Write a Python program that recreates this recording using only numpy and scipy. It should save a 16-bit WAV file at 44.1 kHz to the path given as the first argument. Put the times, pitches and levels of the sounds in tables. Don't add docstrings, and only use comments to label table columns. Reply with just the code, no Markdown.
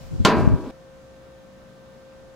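import sys
import numpy as np
from scipy import signal
from scipy.io import wavfile
from scipy.ndimage import uniform_filter1d

SR = 44100
rng = np.random.default_rng(int(sys.argv[2]) if len(sys.argv) > 2 else 0)


def log_audio(samples):
    frames = np.atleast_2d(samples).T
    limited = np.clip(frames, -1, 1)
    pcm = np.round(limited * 32767).astype(np.int16)
    wavfile.write(sys.argv[1], SR, pcm)


N = 103635
T = np.arange(N) / SR
CUT_S = 0.710

# t/s, blow level/dB, relative crack level/dB, crack top/Hz
CONTACTS = [(0.2497, 1, 2, 2300), (0.2570, -17, -3, 1220)]
# f/Hz, level/dB, t60/s
LID_MODES = [(204.3, -7.5, 0.088), (215.7, -21, .9), (334, -34.5, 1), (387, -25, 1), (435.8, -23, 0.62),
             (564, -31.5, 0.45), (600.7, -27, 0.9), (633.6, -26, 0.89), (766.6, -25, 0.44),
             (966, -23.5, 0.65), (998.5, -20, 0.63), (1051, -17.5, 0.31), (1103, -29, 0.2),
             (1289, -29, 0.48), (1395, -16, 0.15), (1596, -29.5, 0.79), (1772, -26.5, 0.23)]
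# f/Hz, level/dB, t60/s
CAN_MODES = [(2290, -43.5, 0.9), (2484, -40, 0.34), (2633, -38.5, 0.68), (2880, -27, 0.18),
             (3126, -20, 0.086), (3184, -23.5, 0.067), (3460, -20.5, 0.06), (4130, -47, 0.65),
             (4300, -25.5, 0.059), (4585, -20, 0.044), (4856, -44, 0.23), (6848, -61, 0.18)]
# f/Hz, level in an octave/dB, typical t60/s
CASING_MODES = [(131.05, -28, 0.6), (281, -22.5, 1.68), (493, -22, 0.72), (1080, -21, 0.72),
                (2000, -25, 0.5), (3100, -23, 0.23), (4530, -22.5, 0.21), (6900, -25, 0.12),
                (10260, -38.5, 0.17), (15004, -41, 0.15)]
# f/Hz, relative level/dB
CRUNCH_SPECTRUM = [(1500, -14), (3500, 8), (6000, 3), (9000, -12), (15000, -11)]

# t/s, half-length/s, level/dB, grit relative to grumble/dB
SLIDES = [(0.387, 0.023, -28.5, -19.5), (0.427, 0.055, -35, -15), (0.656, 0.014, -36.5, -26),
          (0.71, 0.024, -39.5, -17)]
# f/Hz, relative level/dB
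GRUMBLE_SPECTRUM = [(100, -24), (220, 7.5), (400, 13), (650, 6.5), (1100, -11), (1700, -17), (2800, -21),
                    (6000, -49)]
GRIT_SPECTRUM = [(600, -11), (1800, 3), (2700, 6), (4200, 1), (8000, -9.5), (15000, -23)]

# t/s, level/dB
GUST = [(0.01, -43), (0.1, -41), (0.125, -28.5), (0.16, -25.5), (0.178, -37), (0.205, -13), (0.235, -29),
        (0.26, -23), (0.3, -33), (0.37, -22), (0.398, -20), (0.455, -20), (0.5, -20.5), (0.54, -11.5),
        (0.575, -34.5), (0.655, -36), (0.705, -48)]
# f/Hz, relative level/dB
WIND_SPECTRUM = [(25, -10), (42, -18), (65, 3.5), (130, 4), (200, -6), (350, -18), (520, -60), (1000, -45),
                 (3000, -54.5)]

# multiple (rounded in use), level/dB, left minus right/dB
MOTOR_TONES = [(5, -68, 5), (8, -71.5, 18), (9, -50, 2), (10, -68, 5), (11, -73, -12), (12, -71, 7),
               (18, -75.5, 11), (20, -74, -6), (24, -83, -5)]
MAINS_TONES = [(1, -73, -4), (2, -68.5, 13), (4, -66.5, 7), (10, -76.5, 0), (26, -68.5, 0),
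               (30, -72.5, 2.5), (38, -81.5, -4), (100, -86, -13), (104.4, -82.5, -11), (112, -88, -4),
               (113.5, -91, -5), (115.4, -86, -12), (114, -95, -6)]
DRONE_TONES = [(30.1, -77, 16), (71, -65.5, -2.5), (139, -68, 3.5), (145, -68.5, -7), (202, -63.5, 5),
               (352, -72, 12)]

# f/Hz, relative level/dB
AIR_BEFORE = [(30, 14.5), (200, -1.5), (400, -3.5), (900, -6), (1500, -14), (2300, -16), (4500, -17.5),
              (7000, -21), (10000, -29), (15000, -31)]
AIR_AFTER = [(25, -13), (70, -12), (110, -13), (160, -6), (260, -14), (400, -15), (700, -18), (1200, -20.5),
             (2000, -28), (3500, -30), (5500, -34.5), (8000, -40.5), (12000, -46), (15000, -46),
             (17000, -62)]
# f/Hz, correlation
AIR_LIKENESS = [(40, 0.61), (150, 0.33), (500, 0.2), (1500, 0.15), (4000, 0.083), (12000, 0.033)]


def can_on_lid(crack_gain_db=14, crack_low_hz=350):
    blows, cracks = np.zeros(N), np.zeros(N)
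    for k, (s, blow_db, crack_db, top_hz) in enumerate(CONTACTS):
        click = signal.unit_impulse(N, int(s * SR))
        blows += from_db(blow_db) * click
        cracks += (-1) ** k * from_db(crack_gain_db + crack_db) * butter(click, top_hz, "low")
    first_blow = blows * (T <= CONTACTS[0][0])
    ringing = sum((-1) ** (k + 1) * from_db(db) * ring(first_blow, hz, t60)
                  for k, (hz, db, t60) in enumerate(LID_MODES + CAN_MODES))
    boom = signal.fftconvolve(blows[None], casing_response(), axes=1)[:, :N]
    return ringing + boom + butter(cracks, crack_low_hz, "high", order=1)


def casing_response(count=900, spread_rad=0.24, diffuse_hz=5900, decay_spread=0.28):
    t = T[:int(CUT_S * SR)]
    hz = np.linspace(np.sqrt(CASING_MODES[0][0]), np.sqrt(CASING_MODES[-1][0]), count) ** 2
    octaves = np.gradient(np.log2(hz))
    hz = hz * 2 ** (octaves * rng.uniform(-0.49, 0.53, count))
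    gains = from_db(at_hz(CASING_MODES, hz)) * np.sqrt(2 * octaves)
    phases = rng.uniform(0, 2 * np.pi, count)
    stereo_shifts = rng.standard_normal(count) * (spread_rad + hz / diffuse_hz) / 2
    t60s = at_hz(CASING_MODES, hz, axis=2) * np.exp(decay_spread * rng.standard_normal(count))
    response = np.zeros((2, len(t)))
    for f, gain, phase, shift, t60 in zip(hz, gains, phases, stereo_shifts, t60s):
        age = t[:int(1.2 * t60 * SR)]
        mode = gain * np.exp((2j * np.pi * f - np.log(1000) / t60) * age + 1j * phase)
        response[:, :len(age)] += (mode * np.exp([[1j * shift], [-1j * shift]])).real
    return response


def rim_crunch(level_db=-18, decay_s=0.0036):
    age = T - CONTACTS[0][0]
    envelope = (age >= 0) * np.exp(-np.abs(age) / decay_s)
    return from_db(level_db) * envelope * noise(CRUNCH_SPECTRUM, [(3000, 0.9), (12000, .35)], flicker_db=4)


def can_sliding(grains_per_s=4000, roughness=0.5):
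    touches = (rng.random(N) < grains_per_s / SR) * rng.exponential(1, N)
    grain = rms_one(butter(touches, 95, "low", order=1))
    friction = rms_one(1 + roughness * (grain - 1))
    grumble = noise(GRUMBLE_SPECTRUM, [(500, 0.97)], flicker_db=4)
    grit = noise(GRIT_SPECTRUM, [(2000, .8), (8000, 0.31)], flicker_db=2)
    slides = 0
    for s, half_s, db, grit_db in SLIDES:
        swell = from_db(db) * np.exp(-.5 * ((T - s) / half_s) ** 2)
        slides += swell * (grumble + from_db(grit_db) * grit)
    return friction * slides


def wind_on_microphone(top_hz=600, pan_db=1.5):
    pressure = from_db(np.interp(T, *np.transpose(GUST)))
    rumble = butter(noise(WIND_SPECTRUM, [(100, -0.8)], flicker_db=0.5), top_hz, "low")
    power = uniform_filter1d(np.mean(rumble ** 2, axis=0), size=1100)
    even_rumble = rumble / np.sqrt(power + 1e-9)
    return pressure * even_rumble * from_db([[pan_db], [-pan_db]])


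def eddy_thump(at_s=0.477, width_s=0.0013, peak_db=1.5, right_gain=-0.46):
    offset = (T - at_s) / width_s
    pulse = from_db(peak_db) * offset * np.exp((1 - offset ** 2) / 2)
    return pulse * np.array([[1], [right_gain]])


def machine_hum(tones, base_hz, waver_db=0.83, speed_wander=0.00015):
    clock = T + speed_wander * np.cumsum(drift(5.3)) / SR
    hum = 0
    for multiple, db, pan_db in tones:
        rms = from_db(db + waver_db * drift(0.79) + np.array([[pan_db], [-pan_db]]) / 2)
        cycles = round(multiple) * base_hz * clock + rng.random()
        hum += np.sqrt(2) * rms * np.sin(2 * np.pi * cycles)
    return hum


def outdoor_air(spectrum, level_db, flicker_db):
    return from_db(level_db) * noise(spectrum, AIR_LIKENESS, flicker_db)


def noise(spectrum, likeness, flicker_db):
    edges = 22 * 2 ** np.arange(0, 10, .5)
    white = rng.standard_normal((2, 2, N))
    total = 0
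    for k, (low, high) in enumerate(zip(edges, edges[1:])):
        hz = np.sqrt(low * high)
        mid, side = butter(white[k % 2], [low, high], "band")
        alike = at_hz(likeness, hz)
        pair = np.sqrt(1 + alike) * mid + np.sqrt(1 - alike) * side * np.array([[1], [-1]])
        total += from_db(at_hz(spectrum, hz) + flicker_db * drift(3.3)) * pair
    return rms_one(total)


def ring(drive, hz, t60):
    r, w = from_db(-60 / (t60 * SR)), 2 * np.pi * hz / SR
    return signal.lfilter([0, np.sin(w)], [1, -2 * r * np.cos(w), r * r], drive + 1e-18)


def drift(rate_hz):
    r = np.exp(-80 * np.pi * rate_hz / SR)
    slow = signal.lfilter([1], [1, -2 * r, r * r], rng.standard_normal(N // 40 + 2002))[2000:]
    return np.interp(np.arange(N) / 40, np.arange(len(slow)), rms_one(slow))


def butter(x, hz, kind, order=2):
    sections = signal.butter(order, np.clip(hz, 10, .45 * SR), kind, fs=SR, output="sos")
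    return signal.sosfilt(sections, x + 1e-18)


def at_hz(points, hz, axis=1):
    table = np.array(points)
    return np.interp(np.log(hz), np.log(table[:, 0]), table[:, axis])


def from_db(db):
    return 10 ** (np.asarray(db) / 20)


def rms_one(x):
    return x / np.sqrt(np.mean(x ** 2) + 1e-20)


def scene():
    motor = machine_hum(MOTOR_TONES, base_hz=58.92)
    mains = machine_hum(MAINS_TONES, base_hz=59.983)
    drone = machine_hum(DRONE_TONES, base_hz=0.95, waver_db=3)
    hum = motor + mains + drone
    close = can_on_lid() + rim_crunch() + can_sliding() + wind_on_microphone() + eddy_thump()
    before = close + from_db(-0.5) * hum + outdoor_air(AIR_BEFORE, level_db=-44, flicker_db=1.9)
    after = hum + outdoor_air(AIR_AFTER, level_db=-51.5, flicker_db=0.57)
    return np.where(T < CUT_S, before, after)


def record(dry):
    lowpass = signal.ellip(10, .1, 80, 16100, fs=SR, output="sos")
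    return signal.sosfilt(lowpass, np.clip(dry, -1, 1))


dry = scene()
out = record(dry)
log_audio(out)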